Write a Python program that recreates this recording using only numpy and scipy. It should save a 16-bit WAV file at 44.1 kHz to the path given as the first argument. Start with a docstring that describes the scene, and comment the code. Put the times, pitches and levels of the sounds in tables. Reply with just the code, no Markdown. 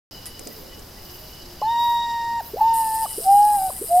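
"""A potoo, a night bird, gives four wailing notes, each lower than the last and led in by a soft gulp.
Its voice is a nearly pure whistle with weak overtones, and the trees return a faint echo.
Crickets trill far off over a steady hiss, a very high insect buzz swells and fades, and a nearer
katydid starts rasping its wings. A few twigs tick early on; faint pips and hoots come from far away."""
import sys
import numpy as np
from scipy import signal
from scipy.fft import rfft, irfft
from scipy.io import wavfile

SR = 44100
rng = np.random.default_rng(int(sys.argv[2]) if len(sys.argv) > 2 else 0)


def unload_wav(signal):
    """Save mono or channel-first audio to the path in sys.argv[1] as 16-bit WAV at rate SR, clipped to [-1, 1]."""
    wavfile.write(
        sys.argv[1],
        SR,
        np.round(np.clip(np.atleast_2d(signal).T, -1, 1) * 32767).astype(np.int16),
    )


N = 176400
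TIME = np.arange(N) / SR

# how alike the two ears hear the night: (frequency [Hz], likeness [0 to 1])
EAR_LIKENESS = [(40, 1), (130, 1), (300, 0.98), (650, 0.23), (1400, 0.79), (3000, 0.81), (5000, 0.64),
                (14000, 0.31)]
# steady hiss and rumble: (frequency [Hz], level [dB per Hz])
HISS_SPECTRUM = [(25, -66.5), (60, -67), (120, -72), (250, -75.5), (450, -77), (800, -78.5), (1300, -85),
                 (2000, -87.5), (2500, -90), (3600, -89.5), (5800, -88.5), (7000, -92.5), (9500, -95),
                 (12000, -86.5), (15500, -93)]
# far groups of crickets: (pitch [Hz], band width [Hz], level [dB], slow swing [dB])
CRICKET_BANDS = [(2917, 120, -59, 0), (4014, 130, -60.5, 0), (4590, 53, -61, 1.5), (4955, 77, -55, 2),
                 (5110, 520, -51.5, 1)]
# all those groups rise and fall together: (time [s], gain [dB])
CRICKET_GAIN = [(.1, 3.5), (.35, 0.5), (.52, -0.5), (.9, -2.5), (1.1, 2), (2.5, -0.5), (2.8, 5), (3.5, 4.5),
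                (3.8, 0)]
# trills of a nearer tree cricket: (start [s], end [s], level [dB])
CRICKET_TRILLS = [(.07, .45, -52), (.63, .85, -54.5), (1.02, 1.21, -50.5), (1.27, 1.5, -51.5),
                  (1.55, 1.82, -51.5), (2.6, 2.89, -52.5), (3.0, 3.19, -46.5), (3.27, 3.5, -53)]
# swells of the very high insect: (start [s], end [s], gain [dB])
INSECT_SWELLS = [(.38, .71, 3.5), (.99, 1.39, 3.5), (1.73, 2.02, 5), (2.36, 2.75, 5.5)]
# that insect's tone colour: (frequency [Hz], level [dB per Hz])
INSECT_SPECTRUM = [(8000, -106), (10500, -99), (12000, -91.5), (13200, -89.5), (14100, -88), (14800, -87),
                   (15700, -100)]
# twig ticks: (time [s], level [dB], decay [s], low edge [Hz], high edge [Hz])
TWIG_TICKS = [(0.2574, -25, 0.001, 3000, 13000), (0.262, -32.5, 0.018, 8900, 11500),
              (0.3933, -29, 0.0032, 5770, 10400), (0.472, -26.5, 0.0025, 6100, 8700),
              (0.794, -40, .003, 6500, 9000)]
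# dull rustles: (time [s], level [dB], decay [s])
DULL_RUSTLES = [(0.389, -41, 0.055), (.464, -34, 0.032), (.57, -48.5, 0.33), (.77, -44, 0.018)]
# distant pips, perhaps a frog: (middle time [s])
PIP_TIMES = [.28, .52, .73, .98, 2.78, 2.99, 3.11, 3.332, 3.55, 3.77, 3.97]
# far hoots: (middle time [s], length [s], first pitch [Hz], last pitch [Hz], level [dB])
FAR_HOOTS = [(0.579, 0.097, 476, 398, -49), (0.664, 0.2, 505, 537, -52), (1.133, 0.28, 349.6, 361, -55),
             (1.252, 0.16, 628, 617, -52.5)]
# the potoo's gulps: (middle time [s], length [s], first pitch [Hz], last pitch [Hz], level [dB])
THROAT_GULPS = [(1.618, 0.0051, 500, 720, -23.5), (1.622, 0.0089, 974, 1080, -25.5),
                (2.543, 0.019, 338, 530, -25), (2.563, 0.0076, 451, 580, -28),
                (2.573, 0.0086, 680, 760, -25.5), (2.586, 0.027, 758, 833, -27.5),
                (2.6, 0.022, 929, 935, -28), (3.063, 0.0097, 1290, 1030, -31),
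                (3.185, 0.016, 290, 557, -25.5), (3.205, 0.012, 400, 515, -31),
                (3.244, 0.093, 640, 735, -40.5), (3.706, 0.007, 1130, 910, -30.5),
                (3.821, 0.02, 288.6, 540, -26.5), (3.843, 0.015, 397, 473, -32)]
# its four notes, one list of points for each: (time [s], pitch [Hz], level [dB])
WAIL_NOTES = [
    [(1.626, 843, -20), (1.65, 860, -22), (1.68, 907, -19), (1.72, 934, -20.5), (1.79, 942, -20),
     (1.87, 945.5, -18), (1.97, 941.8, -19.5), (2.07, 938, -25.5), (2.22, 931.3, -25), (2.385, 935, -23.5),
     (2.402, 910, -25)],
    [(2.606, 891, -25), (2.614, 857, -10.5), (2.63, 889, -15.5), (2.68, 911.6, -15), (2.73, 912, -18),
     (2.8, 900, -18.5), (2.86, 888, -23.5), (2.94, 884, -23), (3.0, 896.5, -25.5), (3.035, 891, -20),
     (3.05, 880, -24.5)],
    [(3.245, 777, -37), (3.27, 755, -17), (3.295, 788, -10.9), (3.35, 811, -10.5), (3.42, 828.4, -12),
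     (3.48, 838.7, -16), (3.56, 819.5, -19), (3.605, 762.6, -23.0), (3.66, 766, -22), (3.695, 733, -28.5)],
    [(3.89, 655.5, -40.5), (3.915, 690.4, -18), (3.95, 710, -12.5), (4.0, 740.7, -13)],
]
# overtone levels: (time [s], at twice the pitch [dB], where the throat rings [dB], faint ones [dB])
OVERTONE_LEVELS = [(1.63, -62, -58, -64), (1.652, -47, -51, -62), (1.685, -47.5, -41, -63),
                   (1.73, -39.5, -39.5, -58), (1.78, -41.5, -36.5, -56), (1.802, -43, -30.5, -54.5),
                   (1.89, -40.5, -33.5, -59), (2.03, -42, -34.5, -58), (2.12, -37.5, -42.5, -58.5),
                   (2.39, -39.5, -54, -60), (2.6, -52, -59, -66), (2.71, -50.5, -57, -57.5),
                   (2.82, -46, -67, -63), (3.0, -45, -66, -61.5), (3.27, -66, -89, -78),
                   (3.48, -48, -79, -63), (3.68, -53.5, -75, -69), (3.95, -70, -74, -73)]
# the faint overtones one by one: (multiple of the pitch [times], gain [dB])
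FAINT_OVERTONES = [(3, 3), (4, -5), (5, 2.5), (6, 2), (8, -0.5)]
# echoes from the trees: (delay [s], gain [dB])
TREE_ECHOES = [(.048, -34), (.095, -24)]
# the katydid's tone colour: (frequency [Hz], level [dB per Hz])
KATYDID_SPECTRUM = [(5500, -105), (6800, -88), (8000, -72.5), (8700, -70), (9200, -66), (10000, -67.5),
                    (11000, -74.5), (12000, -74), (12700, -68.5), (14000, -78.5), (15600, -89)]
# how its loudness moves: (time [s], gain [dB])
KATYDID_GAIN = [(2.75, 2), (2.93, -0.5), (3.15, -0.5), (3.5, -0.5), (4.0, -1)]
# the third note's quaver: (time [s], shakes [per s], pitch swing [share of pitch], level swing [dB])
VOICE_QUAVER = [(3.48, 220, 0, 0), (3.52, 210, .006, .15), (3.58, 130, .014, .35), (3.615, 70, .032, 1.8),
                (3.65, 90, .018, .9), (3.7, 125, .032, 1.2), (3.74, 125, 0, 0)]


def from_db(db):
    """Turns decibels into a number to multiply a sound by."""
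    return 10 ** (np.asarray(db) / 20)


def rms_one(x):
    """Scales a signal so that its average strength (rms) is 1."""
    return x / np.sqrt(np.mean(x ** 2) + 1e-20)


def in_time(rows):
    """Joins a table's points with straight lines: one curve for each column after the time."""
    times, *columns = np.transpose(rows)
    return [np.interp(TIME, times, column) for column in columns]


def spectrum_curve(points):
    """Joins (frequency, value) points into a curve over all frequencies, on a log scale."""
    hz, value = np.transpose(points)
    return np.interp(np.log(np.fft.rfftfreq(N, 1 / SR) + 1), np.log(hz), value)


def ramp(x):
    """A smooth step from 0 to 1."""
    return np.sin(np.pi / 2 * np.clip(x, 0, 1)) ** 2


def drift(rate_hz):
    """A random wobble with a typical size of 1; a higher rate wobbles faster."""
    step = 40  # samples between random points
    memory = np.exp(-2 * np.pi * rate_hz * step / SR)
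    white = rng.standard_normal(N // step + 2002)
    slow = signal.lfilter([1], [1, -2 * memory, memory ** 2], white)[2000:]  # let the filter settle
    return np.interp(np.arange(N) / step, np.arange(len(slow)), rms_one(slow))


def band(x, low_hz, high_hz, order=2):
    """Keeps the sound between two frequencies, at a strength of 1."""
    return rms_one(signal.sosfilt(signal.butter(order, [low_hz, high_hz], "band", fs=SR, output="sos"), x))


def stereo_noise(likeness=None):
    """White noise for two ears; a likeness of 1 gives both the same noise."""
    alike = spectrum_curve(EAR_LIKENESS) if likeness is None else likeness
    shared, opposite = rfft(rng.standard_normal((2, N)))
    return irfft(np.sqrt((1 + alike) / 2) * shared + np.sqrt((1 - alike) / 2) * opposite * [[1], [-1]], N)


def coloured(white, spectrum):
    """Gives white noise a tone colour, set in dB per Hz."""
    return irfft(rfft(white) * from_db(spectrum_curve(spectrum)), N) * np.sqrt(SR / 2)


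def bouts(rows, edge_s):
    """A level that swells and fades once for each row."""
    return sum(from_db(db) * ramp((TIME - start) / edge_s) * ramp((end - TIME) / edge_s)
               for start, end, db in rows)


def burst(start, decay_s):
    """A level that jumps up and dies away."""
    return (TIME >= start) * np.exp(-np.maximum(TIME - start, 0) / decay_s)


def glide(middle_s, length_s, from_hz, to_hz, db):
    """One short, rounded tone that slides between two pitches."""
    progress = np.clip((TIME - middle_s) / length_s + .5, 0, 1)
    phase = 2 * np.pi * np.cumsum(from_hz + (to_hz - from_hz) * progress) / SR
    return np.sqrt(2) * from_db(db) * np.sin(np.pi * progress) * np.sin(phase)


def night_hiss():
    """A steady hiss with a low rumble under it."""
    return coloured(stereo_noise(), HISS_SPECTRUM)


def crickets():
    """Many far callers blur into narrow, fluttering bands of noise; one nearer cricket trills in bouts."""
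    trill_hz, trill_width_hz = 2967, 95
    gain_db, = in_time(CRICKET_GAIN)
    chorus = np.zeros((2, N))
    for hz, width, db, swing_db in CRICKET_BANDS:
        callers = band(stereo_noise(), hz - width / 2, hz + width / 2, order=1)
        flutter_db = swing_db * drift(.99) + 2.8 * drift(49)
        chorus += from_db(db + gain_db) * rms_one(callers * from_db(flutter_db))
    trill = band(stereo_noise(), trill_hz - trill_width_hz / 2, trill_hz + trill_width_hz / 2)
    return chorus + bouts(CRICKET_TRILLS, edge_s=.08) * trill


def high_insect():
    """A thin, fluttering sizzle that swells out of a quiet simmer about every two thirds of a second."""
    simmer_db, flutter_db = -6, 2.5
    level = from_db(simmer_db) + bouts(INSECT_SWELLS, edge_s=.115)
    sizzle = coloured(stereo_noise(likeness=.87), INSECT_SPECTRUM)
    return level * from_db(flutter_db * drift(25)) * sizzle


def twigs():
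    """Twigs give bright ticks and dull rustles, each a burst of noise that dies away."""
    body = from_db(-7.5) * band(stereo_noise(), 420, 8400, order=1)  # wide noise fills out each tick
    ticks = sum(from_db(db) * burst(start, decay) * (band(stereo_noise(), low, high) + body)
                for start, db, decay, low, high in TWIG_TICKS)
    rustle_level = sum(from_db(db) * burst(start, decay) * ramp((TIME - start) / .0037)
                       for start, db, decay in DULL_RUSTLES)
    rustles = rustle_level * band(stereo_noise(likeness=.37), 217, 500)
    return ticks + rustles * from_db([[-2], [2]])  # the rustles lie to the right


def far_calls():
    """Small pips and soft hoots from deep in the wood."""
    pips = sum(glide(time, length_s=.028, from_hz=1973, to_hz=1973, db=-52.5) for time in PIP_TIMES)
    hoots = sum(glide(*hoot) for hoot in FAR_HOOTS)
    return pips + hoots * from_db([[-3], [2]])  # the hoots lie to the right


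def hum():
    """A faint low tone just before the first note."""
    return glide(middle_s=1.507, length_s=.24, from_hz=350, to_hz=350, db=-48.5)


def potoo_gulps():
    """The bird's throat catches around the notes, making quick sliding tones."""
    return sum(glide(*gulp) for gulp in THROAT_GULPS)


def potoo_wails():
    """A whistle whose weak overtones grow louder as they pass the pitch at which the throat rings."""
    attack_s, release_s, end_drop_hz_per_s = .005, .016, 25300
    throat_hz, throat_width_hz = 4020, 730
    second_db, throat_db, faint_db = in_time(OVERTONE_LEVELS)
    second = from_db(second_db + .9 * drift(22))
    faint = [(multiple, from_db(faint_db + db + 3 * drift(40))) for multiple, db in FAINT_OVERTONES]
    dropout = 1 - np.exp(-((TIME - 2.073) / .008) ** 2)  # the bright overtone dips for an instant
    throat = from_db(throat_db + 1.8 * drift(22)) * dropout
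    shake, shake_db = potoo_quaver()
    waver = 1 + .0015 * drift(50) + shake
    shimmer_db = .25 * drift(25) + shake_db
    voice = np.zeros(N)
    for note in WAIL_NOTES:
        hz, db = in_time(note)
        start, end = note[0][0], note[-1][0]
        if note is WAIL_NOTES[-1]:
            end += 1  # the last note is held on
        on = (TIME > start - attack_s) & (TIME < end + release_s)
        t = TIME[on]
        pitch = (hz * waver)[on] - end_drop_hz_per_s * np.maximum(t - end, 0)  # falls as the bird lets go
        phase = 2 * np.pi * np.cumsum(pitch) / SR
        tone = from_db(db + shimmer_db)[on] * np.sin(phase) + second[on] * np.sin(2 * phase)
        for multiple, level in faint:
            ringing = ramp(1 + (throat_width_hz / 2 - abs(multiple * pitch - throat_hz)) / 120)
            tone += (level[on] + ringing * throat[on]) * np.sin(multiple * phase)
        fade = ramp(1 + (t - start) / attack_s) * ramp(1 - (t - end) / release_s)
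        voice[on] += np.sqrt(2) * tone * fade
    return voice


def tree_echoes(sound):
    """The trees send back two echoes and a thin wash of sound that dies away."""
    tail_s, tail_db = .38, -25  # the wash falls by 60 dB in tail_s
    echoes = sum(from_db(db) * np.interp(TIME - delay, TIME, sound, left=0) for delay, db in TREE_ECHOES)
    tail = stereo_noise(likeness=1)[:, :SR] * from_db(-60 * TIME[:SR] / tail_s)
    tail /= np.sqrt(np.sum(tail ** 2) / 2)
    return echoes + from_db(tail_db) * signal.fftconvolve(sound[None], tail, axes=1)[:, :N]


def katydid():
    """Each wing stroke is a sharp rasp over a weaker scrape; nearby leaves reflect it."""
    start_s, rise_s, strokes_per_s, stroke_db = 2.728, .019, 133.7, 11
    leaf_delay_s, leaf_db = .0028, -16
    repeat_share = .23  # this much of the scrape is the same in every stroke
    cycle = (strokes_per_s * TIME + .0016 * drift(1.1)) % 1
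    stroke = np.exp(-.5 * ((cycle - .5) / .041) ** 2)  # a narrow peak halfway through each cycle
    teeth = rng.standard_normal(SR)[(cycle * SR / strokes_per_s).astype(int)]
    scrape = np.sqrt(repeat_share) * teeth + np.sqrt(1 - repeat_share) * stereo_noise(likeness=.66)
    rasp = scrape * from_db(stroke * (stroke_db + .5 * drift(60)))
    leaf_echo = from_db(leaf_db) * np.roll(rasp, int(leaf_delay_s * SR), axis=1)
    song = coloured(rms_one(rasp + leaf_echo), KATYDID_SPECTRUM)
    gain_db, = in_time(KATYDID_GAIN)
    level = ramp((TIME - start_s) / rise_s) * from_db(gain_db + 1.56 * drift(25))
    return song * level * from_db([[.66], [-.66]])  # a little to the left


def potoo_quaver():
    """The fading third note shakes unevenly; gives (pitch change [share], level change [dB])."""
    unevenness = .4
    shakes_per_s, pitch_swing, swing_db = in_time(VOICE_QUAVER)
    phase = 2 * np.pi * np.cumsum(shakes_per_s * (1 + unevenness / 2 * drift(57.4))) / SR
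    shake = (1 + unevenness * drift(40)) * np.sin(phase)
    return pitch_swing * shake, swing_db * shake


def scene():
    """The bird almost straight ahead, the night all around."""
    right_ear_lag_s = .000006
    night = night_hiss() + crickets() + high_insect() + twigs() + far_calls() + hum()
    bird = potoo_gulps() + potoo_wails()
    direct = np.array([bird, np.interp(TIME - right_ear_lag_s, TIME, bird)])
    return night + direct + tree_echoes(bird) + katydid()


def record(dry):
    """The sound opens after a moment of silence, and the very highest treble is cut away."""
    silence_s, cutoff_hz = .11, 15800
    low_pass = signal.ellip(12, .1, 90, cutoff_hz, fs=SR, output="sos")
    return signal.sosfilt(low_pass, dry * (TIME > silence_s) + 1e-18)


dry = scene()
out = record(dry)
unload_wav(out)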